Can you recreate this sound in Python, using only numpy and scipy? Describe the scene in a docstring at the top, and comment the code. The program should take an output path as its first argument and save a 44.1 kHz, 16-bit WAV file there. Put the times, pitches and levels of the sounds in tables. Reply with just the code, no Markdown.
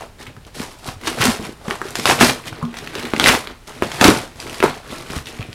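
"""Ripping open a cardboard box

Hands tear open a corrugated cardboard box on a table in a small room. Fibres break in dense bursts,
and the glued flutes (the wavy ridges inside the board) let go with single snaps.
The hollow box booms and thumps. The loudest rips overload the recorder."""
import sys
import numpy as np
from scipy import signal
from scipy.fft import rfft, irfft, next_fast_len
from scipy.io import wavfile
from scipy.ndimage import map_coordinates

SR = 44100
rng = np.random.default_rng(int(sys.argv[2]) if len(sys.argv) > 2 else 0)


def log_audio(samples):
    """Write samples as a 16-bit WAV file to the path given in sys.argv[1]."""
    # one column per channel
    frames = np.atleast_2d(samples).T
    # limit to full scale, then quantise
    limited = np.clip(frames, -1, 1)
    pcm = np.round(limited * 32767).astype(np.int16)
    wavfile.write(sys.argv[1], SR, pcm)


N = 244490
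STRONG_RIP_DB = -20


def amp(db):
    """Turn decibels into a gain."""
    return 10 ** (np.asarray(db) / 20)


def unit(x):
    """Scale x to an average power of 1."""
    return x / np.sqrt(np.mean(x ** 2) + 1e-20)


def along(points, hz):
    """Read between (Hz, value) points on a logarithmic frequency scale."""
    freqs, values = np.transpose(points)
    return np.interp(np.log(hz + 1), np.log(freqs + 1), values)


def filtered(x, response):
    """Multiply each frequency in x by response(hz)."""
    size = next_fast_len(N + SR // 2)
    return irfft(rfft(x, size) * response(np.fft.rfftfreq(size, 1 / SR)), size)[..., :N]


def causal(points):
    """A filter through (Hz, dB) points that rings only after its cause (minimum phase)."""
    def response(hz):
        cepstrum = irfft(np.log(amp(along(points, hz)) + 1e-6))
        half = len(cepstrum) // 2
        return np.exp(rfft(np.r_[cepstrum[0], 2 * cepstrum[1:half], np.zeros(half)]))
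    return response


def room_tone():
    """The quiet room: a steady low rumble with faint hiss."""
    # The room's noise. Each row: frequency in Hz, relative level in dB.
    air = [(12, -24), (20, 13.5), (134, 6.5), (198, 0), (377, -6), (558, -6.5), (2140, -12), (10500, -23),
           (16000, -31)]
    return amp(-45) * unit(filtered(rng.standard_normal(N), lambda hz: amp(along(air, hz))))


def room_echo(x):
    """Each frequency dies at its own speed; hands move, so the echoes change five times a second."""
    # The room's ring. Each row: frequency in Hz, seconds to fade by 60 dB.
    fade_times = [(100, 0.27), (300, 0.13), (1000, 0.26), (4000, 0.21), (12000, 0.19)]
    out, step = np.zeros(N + 2 * SR), SR // 5
    for start in range(0, N, step):
        hz, t, noise = signal.stft(rng.standard_normal(SR // 2), SR, nperseg=256)
        fade = amp(-60 * t / along(fade_times, hz)[:, None])
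        tail = signal.istft(noise * fade, SR, nperseg=256)[1]
        tail *= 1 - np.exp(-np.arange(len(tail)) / (0.0021 * SR))  # echoes take time to build up
        echo = signal.fftconvolve(x[start:start + step], tail / np.linalg.norm(tail))
        out[start:][:len(echo)] += echo
    return out[:N]


def hollow_box(hz):
    """How the hollow box rings at each frequency, with the deep bass turned down."""
    # Resonances of the walls and the air inside. Each row: pitch in Hz, width in Hz, gain in dB.
    modes = [(57.6, 37, -5.5), (129, 50, -2.5), (169.6, 44, -5), (243.9, 14, -0.5), (325.2, 43, -5),
             (419.3, 76, -6.5), (694, 280, -16.5)]
    ring = sum((-1) ** k * amp(db) * 1j * hz * width / (pitch ** 2 - hz ** 2 + 1j * hz * width)
               for k, (pitch, width, db) in enumerate(modes))
    return ring * (1j * hz / (70 + 1j * hz)) ** 2


def thumps():
    """A wall buckles and swings at its own pitch; the blow also rings the whole box."""
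    # Pushes on the walls. Each row: start in seconds, level in dB, pitch in Hz, seconds to fade by 60 dB.
    pushes = [(0.278, -26.5, 121.3, 0.071), (0.373, -23.5, 126, 0.031), (0.467, -28, 340, 0.016),
              (0.602, -12.5, 246, 0.04), (0.884, -17, 124, .036), (0.963, -25, 104, .056),
              (1.075, -19, 317, .059), (1.204, -16.5, 121, .11), (1.259, -12.5, 257.7, 0.071),
              (1.282, -8, 235, 0.1), (1.396, -11, 233.7, 0.014), (1.43, -22, 196, 0.035),
              (1.492, -14.5, 312, 0.02), (1.681, -10.5, 195, .029), (1.715, -18, 375, .04),
              (1.816, -18.5, 370, 0.025), (1.853, -23, 385, 0.053), (1.991, -8, 272, 0.012),
              (2.058, -14, 244, .032), (2.091, -17, 454, .042), (2.11, -10, 288, 0.033),
              (2.211, -2, 237.6, 0.12), (2.231, 5, 298, 0.014), (2.239, -13, 270, .05),
              (2.289, -12.5, 237, 0.044), (2.523, -19.5, 120, 0.04), (2.628, -12.5, 162, 0.058),
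              (2.637, -19, 234.5, 0.21), (2.958, -16, 415, 0.022), (3.034, -22.5, 368, 0.026),
              (3.136, -3, 278, 0.019), (3.175, -12, 265, .04), (3.201, -10.5, 268, .03),
              (3.243, -5.5, 263, 0.023), (3.272, -10.5, 277, 0.023), (3.291, -12, 70, 0.055),
              (3.3, -6, 260, 0.029), (3.346, -12.5, 288, .036), (3.823, -1, 291, .011),
              (4.014, -2, 255, .033), (4.052, 5.5, 293, 0.037), (4.085, 12, 314, 0.03),
              (4.101, -23, 133.8, .073), (4.128, -9, 279, 0.033), (4.357, -26.5, 81.6, 0.059),
              (4.604, -10.5, 324, 0.011), (4.627, -9, 392, 0.061), (4.64, 4.5, 397, 0.019),
              (4.929, -17.5, 304, 0.021), (5.103, -15.5, 162, .021), (5.165, -8.5, 140, 0.024),
              (5.17, -17.5, 75, .054), (5.395, -13, 116, 0.055), (5.399, -22, 75, 0.095),
              (5.487, -20.5, 129, 0.035)]
    swing, blows, t = np.zeros(N + SR), np.zeros(N), np.arange(SR // 4) / SR
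    for start, db, hz, fade_s in pushes:
        side = rng.choice([-1, 1])  # the wall jumps in or out
        envelope = amp(db - 60 * t / fade_s) * (1 - np.exp(-t / 0.0004))
        swing[round(start * SR):][:len(t)] += side * envelope * np.sin(2 * np.pi * hz * t)
        blows[round(start * SR)] = side * amp(db + 29.5)
    return swing[:N] + filtered(blows, hollow_box)


def pull():
    """Loudness curves in dB for ripping, bending board and fine fibres; overlapping tugs add up."""
    # Tugs on the flaps. Each row: time of full strength in seconds, ripping level in dB, rise, hold
    # and fall in seconds, then bending and fine fibres in dB relative to the ripping.
    tugs = [(0.028, -38, 0.14, 0.0022, 0.072, 7, -3.5), (0.197, -38.5, 0.016, 0.017, .057, -4, -2.5),
            (0.275, -43, 0.091, 0.0016, 0.099, -1, -13), (0.468, -44.5, 0.009, 0.013, 0.04, -1, -2.5),
            (0.548, -39, .012, 0.076, 0.048, -11, 3), (0.606, -35, .06, 0.0019, .19, 2, 2.5),
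            (0.883, -35.5, 0.079, 0.0015, .08, 5.5, 4), (1.073, -25.5, 0.052, 0.0018, .13, 0, -0.5),
            (1.186, -31.5, .03, .015, .05, 1, 0), (1.21, -19.5, 0.013, .02, 0.11, -3, -5.5),
            (1.265, -25, 0.13, 0.052, 0.079, 2.5, 1), (1.449, -34, 0.18, 0.0018, 0.14, 1, -3.5),
            (1.71, -32.5, .107, .002, 0.12, 6, -0.5), (1.828, -38, 0.061, 0.0022, 0.59, 0.5, -1.5),
            (1.888, -45, 0.042, 0.0086, .05, -4.5, 1), (1.958, -32.5, 0.019, 0.078, 0.12, -6, 3),
            (2.07, -22.5, 0.031, 0.051, 0.089, 5.5, 4), (2.218, -13, 0.027, .002, 0.12, 3.2, 2),
            (2.288, -22.5, 0.092, 0.0022, 0.04, -9, 3.5), (2.449, -40, 0.033, 0.13, .15, -5, -10.5),
            (2.477, -30.5, 0.045, 0.0037, 0.028, -3.5, 0), (2.638, -40, 0.16, .002, 0.11, 4, -12),
            (2.784, -37.5, 0.12, 0.0018, 0.42, -2.5, -5.5), (2.976, -32, 0.19, 0.09, .2, -6, -7.5),
            (3.203, -29, 0.0102, .02, 0.11, 1, -12), (3.286, -15.5, .1, 0.0037, 0.11, 3.5, 2.5),
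            (3.44, -40, 0.082, 0.099, 0.037, -4, -16), (3.675, -39, 0.013, .002, 0.333, 1, -0.5),
            (3.832, -26.5, 0.021, .002, 0.079, -0.5, -9.5), (3.97, -31.5, 0.26, .002, .1, -1.5, -1.5),
            (4.02, -20, 0.0077, 0.012, 0.13, 12.5, -2), (4.056, -12.5, 0.058, 0.001, 0.14, 1.5, -0.5),
            (4.412, -37.5, 0.09, 0.16, 0.19, 0, 0), (4.637, -22, 0.021, 0.0028, 0.15, 2.5, -7),
            (4.915, -33.5, 0.12, 0.0024, 0.3, -5, -4.5), (5.174, -34.5, 0.31, .002, 0.087, 1, 0),
            (5.262, -39.5, .015, 0.034, 0.22, -11, -3), (5.39, -41, 0.17, 0.037, 0.11, -1, -8),
            (5.53, -45.5, .2, .02, .2, -5, -5)]
    # Factors on the swing below, one each for ripping, bending and fine fibres.
    steepness = [0.97, 1, 1.045]
    swing_db = 20  # roughly how far a tug climbs in its rise and drops in its fall
    t, power = np.arange(0, N / SR + .002, .001), 1e-9
    for at, db, rise, hold, fall, bend_db, fine_db in tugs:
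        away = np.maximum(at - t, 0) / rise + np.maximum(t - at - hold, 0) / fall
        levels_db = db - swing_db * away * np.c_[steepness] + np.c_[[0, bend_db, fine_db]]
        power = power + amp(levels_db) ** 2
    return [np.interp(np.arange(N) / SR, t, 10 * np.log10(layer)) for layer in power]


def wobble(per_s):
    """A smooth curve through per_s random values a second."""
    return map_coordinates(rng.standard_normal(N // 100), [np.arange(N) * per_s / SR])


def breaks(per_s, spread_db, life_s, hiss):
    """Breaking fibres: short random noise bursts, mostly small and a few large, on an even hiss."""
    starts = rng.random(N) < per_s / SR
    sizes = amp(spread_db * np.minimum(rng.exponential(size=N), 4))
    bursts = signal.lfilter([1], [1, -np.exp(-1 / (life_s * SR))], starts * sizes)
    return unit((unit(bursts) + hiss) * rng.standard_normal(N))


def tiny_cracks(count, centre_hz, octaves, cycles, spread_db):
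    """Tiny cracks at random moments, each ringing for a few cycles at its own pitch."""
    when, chance = np.hsplit(rng.random((count, 2)), 2)
    hz = centre_hz * 2 ** (octaves * rng.standard_normal((count, 1)))
    sizes = amp(spread_db * np.minimum(-np.log(chance), 4))
    age = np.arange(160)
    turns = hz * age / SR
    pings = sizes * np.exp(-turns / cycles) * np.sin(2 * np.pi * turns)
    places = (when * N).astype(int) + age
    return unit(np.bincount(places.ravel(), pings.ravel(), N + len(age))[:N])


def ripping():
    """Breaking fibres sound in the flutes, the board and its paper skin, and shake the box walls."""
    # The tone of tearing flutes, bending board and fine fibres.
    # Each row: frequency in Hz, relative level in dB.
    flute_tone = [(700, -46.5), (1400, 4), (2000, 6.5), (3000, -2), (4500, -0.5), (7000, -33),
                  (14000, -48.5)]
    board_tone = [(250, -24), (500, -4.5), (800, -4.5), (1400, -8.5), (2200, -18.5), (5000, -53)]
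    fine_tone = [(2060, -8.5), (3500, -5), (5260, -3.5), (6240, -7), (10300, -9), (15000, -21.5),
                 (16000, -45)]
    rip_db, bend_db, fine_db = pull()
    wall_db = STRONG_RIP_DB - 3 + 0.87 * (rip_db - STRONG_RIP_DB)  # walls follow the pull less steeply
    fibres = breaks(per_s=520, spread_db=3, life_s=0.0026, hiss=0.38)
    paper = breaks(per_s=1100, spread_db=9, life_s=0.00058, hiss=1.3)  # the skin also cracks by itself
    jerks = amp(1.12 * wobble(per_s=40))  # the tear runs unevenly
    cracks = tiny_cracks(count=2500, centre_hz=2480, octaves=0.596, cycles=3.2, spread_db=1)
    flutes = amp(rip_db - 3) * unit(unit(filtered(fibres, causal(flute_tone))) + 1.37 * cracks)
    creases = tiny_cracks(count=900, centre_hz=870, octaves=0.4, cycles=2, spread_db=4.5)
    board = amp(bend_db - 3.7) * unit(unit(filtered(fibres, causal(board_tone))) + 0.84 * creases)
    fine = amp(fine_db - 2) * unit(filtered(0.42 * fibres + paper, causal(fine_tone)))
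    shaking = breaks(per_s=90, spread_db=0, life_s=0.0021, hiss=1)
    walls = amp(wall_db) * unit(filtered(shaking, hollow_box))
    return jerks * (flutes + board + fine + walls)


def small_snaps():
    """Rows for the random small snaps inside a rip: the harder the pull, the more there are."""
    tries_per_s, strong_rip_per_s = 400, 60
    count = round(tries_per_s * N / SR)
    when, chance = rng.random((count, 2)).T
    level_spread, pitch_spread, life_spread = rng.standard_normal((count, 3)).T
    rip_db = pull()[0][(when * N).astype(int)]
    db = rip_db + 8.5 + 3.5 * level_spread
    hz = 1930 * 2 ** (.25 * pitch_spread)
    life_s = 0.0086 * 2 ** (.6 * life_spread)
    octaves, edge_db = np.full(count, 2.54), np.full(count, -10)
    happens = chance * tries_per_s < strong_rip_per_s * amp((rip_db - STRONG_RIP_DB) / 2)
    return list(np.c_[when * N / SR, db, hz, octaves, edge_db, life_s][happens])


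def snaps():
    """Each flute lets go with a short crack around its own pitch, topped by a brighter edge."""
    # Flutes letting go. Each row: start in seconds, level in dB, pitch in Hz, width in octaves,
    # milliseconds to fade by 18 dB.
    flute_snaps = [(0.267, -23, 2120, .93, 15), (0.366, -29, 1250, 1.4, 4.9),
                   (0.45, -31.5, 3440, 0.73, 4.3), (0.598, -15.5, 1740, 2.8, 5.6),
                   (0.63, -21, 1630, 3.6, 3.6), (0.889, -16.5, 2090, 1.7, 5.9), (1.013, -24, 1460, 3.1, 9),
                   (1.036, -21, 1630, 1.5, 5), (1.047, -24, 1740, 3, 6.2), (1.062, -19, 3860, .9, 5.6),
                   (1.072, -5.5, 2070, 2.5, 14), (1.08, -12, 2040, 2, 6.6), (1.187, -14, 1540, 1.53, 8),
                   (1.208, -9, 2450, 2.2, 25), (1.222, -2, 2780, 2, 2), (1.227, -4, 1494, 2, 14),
                   (1.254, 4, 1900, 4.5, 6), (1.272, -4, 1720, 2.1, 2), (1.683, -15, 1210, 2, 8.3),
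                   (1.709, -6, 1620, 1.4, 4.4), (1.716, -19, 1140, 1.5, 3.3), (1.816, -9, 1320, 0.92, 5.7),
                   (1.907, -18, 7130, 1.6, 1.4), (1.955, -3, 2520, 2.9, 2.7), (1.997, -8.5, 2590, 2.7, 7.3),
                   (2.056, 6.5, 1840, 2.7, 4.3), (2.076, -4.5, 1930, 1.2, 5.1), (2.091, -4, 1860, 2.3, 15),
                   (2.098, 0.5, 1830, 1.9, 3.5), (2.111, 2, 1260, 2.7, 6.8), (2.191, -10, 2436, 1.04, 3.5),
                   (2.202, -4.5, 1639, 3.6, 23), (2.21, 8.5, 1573, 1.75, 6.5), (2.226, -3, 2150, 0.55, 12),
                   (2.296, -2.5, 1730, 2.6, 14), (2.48, -15.5, 2610, 1.45, 6.5), (2.528, -20, 1120, 1.2, 4),
                   (2.627, -18, 1130, 0.44, 9), (2.652, -26, 3780, 1.1, 5), (2.742, -18, 1360, 2.6, 6.9),
                   (2.769, -18.5, 2090, 2.8, 15), (2.787, -16.5, 2340, 3, 5.8),
                   (2.863, -23, 2600, 1.5, 3.2), (2.874, -15, 2350, 1, 6.2), (2.953, -11, 2480, 2, 5.4),
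                   (2.984, -20, 2770, 1.4, 9.6), (3.033, -19, 3500, .8, 3.3),
                   (3.053, -13.5, 2430, 0.99, 3.4), (3.136, -4.5, 1100, 2.2, 2.4),
                   (3.164, -8, 2330, 1.6, 3.7), (3.198, 6.5, 2080, 2.2, 3.2), (3.241, 4.5, 3050, 1.2, 4),
                   (3.26, 5.5, 2130, .85, 7.1), (3.271, 1, 1930, 2.4, 7), (3.285, 7, 1900, 1.3, 11.5),
                   (3.299, -5, 1670, 0.73, 8.7), (3.35, -5.5, 2020, 1.9, 8.2), (3.473, -12, 2560, 1.6, 2.9),
                   (3.823, -2, 796, 2.3, 4), (3.917, -11.5, 1930, 2.7, 8.1), (3.95, -21, 1460, 1.3, 6),
                   (3.998, -16, 1640, 0.9, 8.3), (4.012, 7.5, 2140, 2.5, 5.4), (4.042, 9.5, 1600, 3.4, 8.2),
                   (4.053, 6, 1880, 3.3, 2.9), (4.081, 9, 2046, 3.35, 2.4), (4.088, 4, 1430, 1.2, 3.9),
                   (4.401, -15.5, 4000, 1.6, 5.6), (4.468, -20.5, 1660, 1.5, 4.8),
                   (4.497, -20, 2600, 0.48, 1.8), (4.53, -20.5, 3460, 3.7, 3), (4.543, -19, 2450, 1.9, 9.7),
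                   (4.603, -8, 2040, 1.35, 6.9), (4.627, 2, 1040, 1.95, 3.9), (4.637, -3, 890, 1.05, 12),
                   (4.65, -8, 940, 0.85, 3.7), (4.661, -8, 1080, 1.1, 7), (5.101, -19.5, 1830, 2, 27),
                   (5.135, -17, 1200, 1.7, 2.3), (5.161, -18, 2030, 2.7, 14), (5.187, -18, 1990, 1.7, 3.5),
                   (5.258, -23, 4200, 0.84, 4), (5.27, -20, 3230, 0.5, 7.6),
                   (5.389, -24.5, 2340, 0.56, 2.5), (5.409, -20.5, 2730, 1.1, 3),
                   (5.417, -21, 2290, 0.88, 2.6), (5.427, -20.5, 2600, 0.56, 4.8),
                   (5.53, -18.5, 3300, 1.5, 2.5)]
    # Loud snaps and low snaps have a smaller share of bright edge.
    listed = [(start, db, hz, octaves, -18 - 0.21 * db + 0.5 * np.log2(hz / 2000), ms / 1000)
              for start, db, hz, octaves, ms in flute_snaps]
    out, t = np.zeros(N + SR), np.arange(1024) / SR
    treble = signal.butter(1, [4000, 11000], "band", fs=SR)
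    for start, db, hz, octaves, edge_db, life_s in listed + small_snaps():
        body_noise, edge_noise = rng.standard_normal((2, len(t)))
        half_width = 2 ** (octaves / 2)
        band = signal.butter(2, [hz / half_width, min(hz * half_width, 18000)], "band", fs=SR)
        attack = 1 - np.exp(-t / (0.052 * life_s))  # long snaps start softer
        envelope = attack * amp(-18 * (t / life_s) ** 1.12)
        jolt = 3 * amp(-60 * t / .0008)  # the glue gives way at once
        body = signal.lfilter(*band, body_noise * envelope + jolt)
        edge = signal.lfilter(*treble, edge_noise) * envelope ** 2.1
        snap = body / abs(body).max() + amp(edge_db) * edge / abs(edge).max()
        out[round(start * SR):][:len(t)] += amp(db) * snap
    return out[:N]


def scene():
    """The tearing box and its echo over the quiet room, in one channel."""
    hits, rips = snaps() + thumps(), ripping()
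    background = room_tone()
    cardboard = hits + rips + amp(-6) * room_echo(hits) + amp(-10) * room_echo(rips)
    # Remove the steady offset and deepest rumble from the tearing sound.
    cardboard = filtered(cardboard, lambda hz: 1j * hz / (60 + 1j * hz))
    return (cardboard + background)[None]


def record(dry):
    """Overload flattens the loudest peaks, and the highest treble is cut off."""
    flattened = dry / (1 + abs(dry / .99) ** 12) ** (1 / 12)
    return filtered(flattened, lambda hz: hz < 15900)


dry = scene()
out = record(dry)
log_audio(out)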